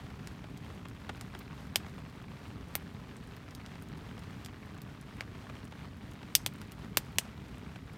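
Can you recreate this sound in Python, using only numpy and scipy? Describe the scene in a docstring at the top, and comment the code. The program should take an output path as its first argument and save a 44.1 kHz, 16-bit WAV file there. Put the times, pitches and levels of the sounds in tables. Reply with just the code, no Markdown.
"""Hard, steady rain on a slack plastic sheet, heard from underneath: random impacts drum low,
drops ring short patches of sheet as patter, dense impulses hiss as spray, and heavy drops slap.
A wood fire close by ticks and now and then pops sharply: filtered snaps with noise debris.
The shelter answers pops and heavy drops briefly, by convolution with decaying noise."""
import sys
import numpy as np
from scipy import signal
from scipy.fft import rfft, irfft
from scipy.io import wavfile
from scipy.ndimage import map_coordinates

SR = 44100
rng = np.random.default_rng(int(sys.argv[2]) if len(sys.argv) > 2 else 0)


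def pcm_store(signal):
    """Save signal as 16-bit PCM."""
    levels = np.round(np.clip(np.atleast_2d(signal), -1, 1) * 32767)
    wavfile.write(sys.argv[1], SR, levels.astype(np.int16).T)


N = 351477  # length [samples]

# Strength of the rain, before the trims in rain():
# (time [s], drumming level [dB], patter and spray level [dB])
RAIN_STRENGTH = [(0.0, -47.5, -56.5), (1.13, -48, -57), (1.24, -48.5, -55.5), (2.66, -47.5, -56.5),
                 (3.35, -50, -56.5), (3.93, -46.5, -56), (4.95, -48.5, -57), (5.37, -48.5, -56),
                 (6.44, -48, -56.5), (7.97, -48.5, -56.5)]
# Drumming of the slack sheet, relative: (frequency [Hz], gain [dB])
DRUM_SPECTRUM = [(15, -62.5), (25, -39.5), (32, -20.5), (41, -8.5), (61, 0.5), (110, 1.5), (190, -1),
                 (270, -5), (305, -7), (340, -16), (395, -10), (480, -18.5), (700, -41.5), (1500, -53)]
# Patter of drops on plastic, relative: (frequency [Hz], gain [dB])
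PATTER_SPECTRUM = [(30, -55.5), (150, -25.5), (400, -1), (600, -2), (1150, 2.5), (2200, -2), (3500, -7.5),
                   (6000, -19.5), (10000, -39), (16000, -26)]
# Fine spray and distant rain, relative: (frequency [Hz], gain [dB])
SPRAY_SPECTRUM = [(30, -55.5), (200, -12), (600, 8), (2000, 2), (4000, -4), (6000, -10), (9000, -14),
                  (11500, -19), (14400, -17.5), (16000, -29.5)]
# Thin ticks of the embers, relative: (frequency [Hz], gain [dB])
EMBER_SPECTRUM = [(100, -53.0), (1000, -15.0), (4000, 5.0), (9000, 2.5), (15000, 0.0)]
# Pops of the fire, from sharp bursts to small ticks: (time [s], relative level [dB],
# ring [Hz], slope above the ring [dB per octave], sizzle at the very top [dB])
FIRE_POPS = [(0.2728, -21, 1530, -0.5, -10), (0.575, -30.5, 3100, 0, -4), (0.8852, -32, 4700, 3, -6),
             (1.211, -20, 2200, 0, -9), (1.3907, -28, 5000, 0, 10), (1.7582, 2.5, 3130, -4.5, 4.5),
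             (2.7532, -3, 2110, -4.5, 16.5), (3.1671, -35, 8500, -4.5, -5), (3.366, -33, 4300, -5, 12),
             (3.5501, -24, 6100, -6, 5), (3.6622, -26, 4000, -3, -13), (3.8234, -33.5, 9000, -1.5, 7),
             (4.448, -24.5, 5800, -3, -4), (4.4606, -20.5, 2300, -3, -3), (4.818, -28.5, 4100, 0, 5),
             (5.0123, -33.5, 10400, -3.5, -4), (5.2078, -9.3, 2150, -10, 0), (6.352, 9, 5170, -0.2, 0),
             (6.4624, -2.2, 3100, -3, 1.5), (6.6156, -23.5, 1520, -4, 4), (6.7198, -25, 2600, -2, 7),
             (6.9716, 5, 1770, -3, 6), (7.1847, 3, 2860, 0, -6)]
# Colour common to all pops, relative: (frequency [Hz], gain [dB])
POP_SPECTRUM = [(100, -9.5), (300, -0.5), (800, 2.5), (1300, -2), (1800, 2.5), (3100, 4.5), (3900, 2),
                (5000, 3.5), (6400, -0.5), (9000, 1), (11500, -4), (14500, 1.5), (16000, -18.5)]
# Treble splinters and scatters most: (frequency [Hz], debris gain [dB])
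DEBRIS_SPECTRUM = [(700, -5.5), (2300, -6.5), (5600, -0.5), (12000, 1.0)]
# Decay of the shelter's answer: (frequency [Hz], time to fall 60 dB [s])
SHELTER_DECAY = [(200, 0.099), (2000, .16), (8000, 0.21), (16000, 0.094)]
# Heavy drops on the sheet: (time [s], energy [dB])
HEAVY_DROPS = [(0.44, -25.5), (0.853, -22), (1.0915, -11), (1.095, -15.5), (1.3484, -17), (1.8629, -22),
               (1.9793, -24.5), (3.7529, -22), (4.177, -22), (5.3505, -26), (5.4964, -21.5),
               (5.5512, -23.5), (5.7218, -22.5), (6.2283, -21), (7.5433, -26.5), (7.7574, -21.5)]
# Slap that all heavy drops share, relative: (frequency [Hz], gain [dB])
SLAP_SPECTRUM = [(60, -9), (280, 0.5), (800, 1), (2600, -5), (5500, -19.5), (8000, -24), (14000, -39)]

# Pockets ringing above this pitch are too small to give much bass;
# the thinning is in dB per octave, for each octave the pitch is higher
SMALL_POCKET_HZ, THINNING_DB = 2920, 11
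SIZZLE_HZ = 10850  # where the sizzle begins
TOP_HZ = 16200  # upper band limit


def amp(db):
    """Level law: decibels to amplitude gain."""
    return 10 ** (np.asarray(db) / 20)


def unit(x):
    """Normalisation: x at rms 1."""
    return x / np.sqrt(np.mean(x ** 2) + 1e-20)


def along(points, hz):
    """Logarithmic frequency scale: (Hz, value) points joined linearly on it."""
    f, v = np.transpose(points)
    return np.interp(np.log(hz + 1), np.log(f + 1), v)


def curves(rows):
    """Linear interpolation: one value per sample for each column after the time."""
    s, *cols = np.transpose(rows)
    return [np.interp(np.arange(N) / SR, s, c) for c in cols]


def wobble(rate):
    """Band-limited fluctuation: a smooth random curve with rate knots a second."""
    knots = rng.standard_normal(int(N * rate / SR) + 4)
    return map_coordinates(knots, [np.arange(N) * rate / SR])


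def causal(log_gain):
    """Minimum phase by folding the cepstrum: causal response with this natural-log gain."""
    cepstrum = irfft(log_gain)
    half = len(cepstrum) // 2
    cepstrum[1:half] *= 2
    cepstrum[half + 1:] = 0
    return np.exp(rfft(cepstrum))


def response(shape_db):
    """Energy normalisation: the causal response of energy 1 with this dB shape on the FFT grid."""
    return causal(np.log(unit(amp(shape_db))))


def coloured(x, spectrum):
    """Linear filtering: x through a causal filter with the (Hz, dB) spectrum, at rms 1."""
    hz = np.fft.rfftfreq(8192, 1 / SR)
    kernel = irfft(causal(np.log(amp(along(spectrum, hz)))))
    return unit(signal.fftconvolve(x, kernel)[:N])


def burst(envelope):
    """Transient noise: random samples under an envelope, with energy 1."""
    x = envelope * rng.standard_normal(len(envelope))
    return x / np.linalg.norm(x)


def add(track, s, x):
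    """Superposition: mix x into the track from time s [s] on."""
    part = track[max(0, round(s * SR)):][:len(x)]
    part += x[:len(part)]


def impacts(rate, spread_db):
    """Shot noise: blows at random times, rate a second, of capped log-normal size."""
    size_db = spread_db * np.minimum(rng.standard_normal(N), 2)
    return (rng.random(N) < rate / SR) * amp(size_db) * rng.choice([-1, 1], N)


def splats(rate, spread_db, cycles, splash_t60, splash_db, count=5):
    """Modal excitation: each blow rings a few short random modes, then splashes as decaying noise."""
    blows = impacts(rate, spread_db)
    at = np.flatnonzero(blows)
    t = np.arange(SR // 150) / SR
    low_hz, high_hz = 450, 11000
    ring = np.zeros((len(at), len(t)))
    for k in range(count):
        chance = rng.random((len(at), 2))
        hz = low_hz * (high_hz / low_hz) ** ((k + chance[:, :1]) / count)
        # high modes die sooner and start stronger
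        strength = chance[:, 1:] * hz
        ring += strength * np.sin(2 * np.pi * hz * t) * np.exp(-hz * t / cycles)
    ring *= blows[at, None]
    positions = at[:, None] + np.arange(len(t))
    rings = np.bincount(positions.ravel(), ring.ravel(), N)[:N]
    fade = amp(-60 * np.arange(SR // 10) / SR / splash_t60)
    # the energies of overlapping splashes add
    splash_energy = np.abs(signal.fftconvolve(blows ** 2, fade ** 2)[:N])
    splash = np.sqrt(splash_energy) * rng.standard_normal(N)
    return unit(rings) + amp(splash_db) * unit(splash)


def rain():
    """Superposed random impacts: drops push the slack sheet, slap its surface and break into spray."""
    drum_db, patter_db = curves(RAIN_STRENGTH)
    flurry = wobble(7.7)  # shared by drumming and patter
    pushes = impacts(rate=900, spread_db=3)
    drum = amp(drum_db + 1.5 + .5 * flurry) * coloured(pushes, DRUM_SPECTRUM)
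    slaps = splats(rate=400, spread_db=5, cycles=2.6, splash_t60=.05, splash_db=-1)
    patter = amp(patter_db - 1.3 + 0.33 * flurry) * coloured(slaps, PATTER_SPECTRUM)
    fizz = impacts(rate=6000, spread_db=0)
    spray = amp(patter_db - 3.0 + 1.5 * wobble(12)) * coloured(fizz, SPRAY_SPECTRUM)
    return drum + patter + spray


def embers():
    """Sparse modal excitation: faint thin ticks of the embers between the pops."""
    ticks = splats(rate=18, spread_db=3.3, cycles=2, splash_t60=.04, splash_db=0)
    return amp(-76) * coloured(ticks, EMBER_SPECTRUM)


def pocket(hz, ring_hz, treble_slope_db, sizzle_db, ring_db=4.0, ring_octaves=.19,
           hollow_db=4, hollow_octaves=1.2, hollow_width=0.31, body_octaves=0.97):
    """Cavity resonance: a ring, a hollow about an octave below, less bass if small, sizzle on top."""
    octaves = np.log2((hz + 1) / ring_hz)
    ring = ring_db * np.exp(-(octaves / ring_octaves) ** 2)
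    hollow = hollow_db * np.exp(-((octaves + hollow_octaves) / hollow_width) ** 2)
    smallness = max(0, np.log2(ring_hz / SMALL_POCKET_HZ))  # octaves
    bass = THINNING_DB * smallness * np.minimum(octaves + body_octaves, 0)
    treble = treble_slope_db * np.maximum(octaves, 0)
    sizzle = sizzle_db / (1 + (SIZZLE_HZ / (hz + 1)) ** 8)
    return bass - hollow + ring + treble + sizzle


def fire(splinter_t60=0.0086, snap_db=-2.5, splinter_db=-3.5, scatter_db=-8.5,
         lag_cycles=1.293, knee_hz=200, scatter_t60=0.047, size=8192):
    """Impulsive release: pockets in the wood burst with a snap, splinters, then nearby scatter."""
    out = np.zeros(N)
    t, hz = np.arange(size) / SR, np.fft.rfftfreq(size, 1 / SR)
    splinters = (1 - np.exp(-t / 0.00022)) * amp(-60 * t / splinter_t60)
    scatter = (1 - np.exp(-t / .003)) * amp(-60 * t / scatter_t60)
    # low notes arrive last: a quick downward chirp
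    chirp = np.exp(-2j * np.pi * lag_cycles * np.log1p(hz / knee_hz))
    bright = amp(along(DEBRIS_SPECTRUM, hz))
    for s, db, ring_hz, treble_slope_db, sizzle_db in FIRE_POPS:
        shape_db = along(POP_SPECTRUM, hz) + pocket(hz, ring_hz, treble_slope_db, sizzle_db)
        colour = amp(db) * response(shape_db)
        debris = amp(splinter_db) * burst(splinters) + amp(scatter_db) * burst(scatter)
        pop = colour * chirp * (amp(snap_db) + bright * rfft(debris))
        add(out, s, irfft(pop))
    return out


def shelter(x):
    """Diffuse reverberation: a short answer from the sheet and the ground, its decay set by pitch."""
    hz, t, z = signal.stft(rng.standard_normal(SR // 4), SR, nperseg=256)
    decay = amp(-60 * t / along(SHELTER_DECAY, hz)[:, None])
    tail = signal.istft(z * decay, SR, nperseg=256)[1]
    return signal.fftconvolve(x, tail / np.linalg.norm(tail))[:N]


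def heavy_drops(slap_t60=0.03, lag_cycles=2.53, knee_hz=300, size=2048):
    """Dispersion: fat drops slap the sheet with dull bursts; low notes cross it more slowly."""
    out = np.zeros(N)
    t, hz = np.arange(size) / SR, np.fft.rfftfreq(size, 1 / SR)
    slap = (1 - np.exp(-t / 0.00026)) * amp(-60 * t / slap_t60)
    dispersion = np.exp(-2j * np.pi * lag_cycles * np.log1p(hz / knee_hz))
    colour = response(along(SLAP_SPECTRUM, hz)) * dispersion
    for s, db in HEAVY_DROPS:
        add(out, s, amp(db) * irfft(rfft(burst(slap)) * colour))
    return out


def scene():
    """Superposition: rain overhead, the fire beside the shelter, and the shelter's answer."""
    near = fire() + heavy_drops()
    return (rain() + embers() + near + amp(-25.5) * shelter(near))[None]


def record(dry):
    """Soft saturation and band limiting: the very highest peaks are rounded, the top cut off."""
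    rounded = dry / (1 + np.abs(dry / .72) ** 8) ** (1 / 8)
    low_pass = signal.ellip(10, .1, 90, TOP_HZ, fs=SR, output="sos")
    return signal.sosfilt(low_pass, rounded)


dry = scene()
out = record(dry)
pcm_store(out)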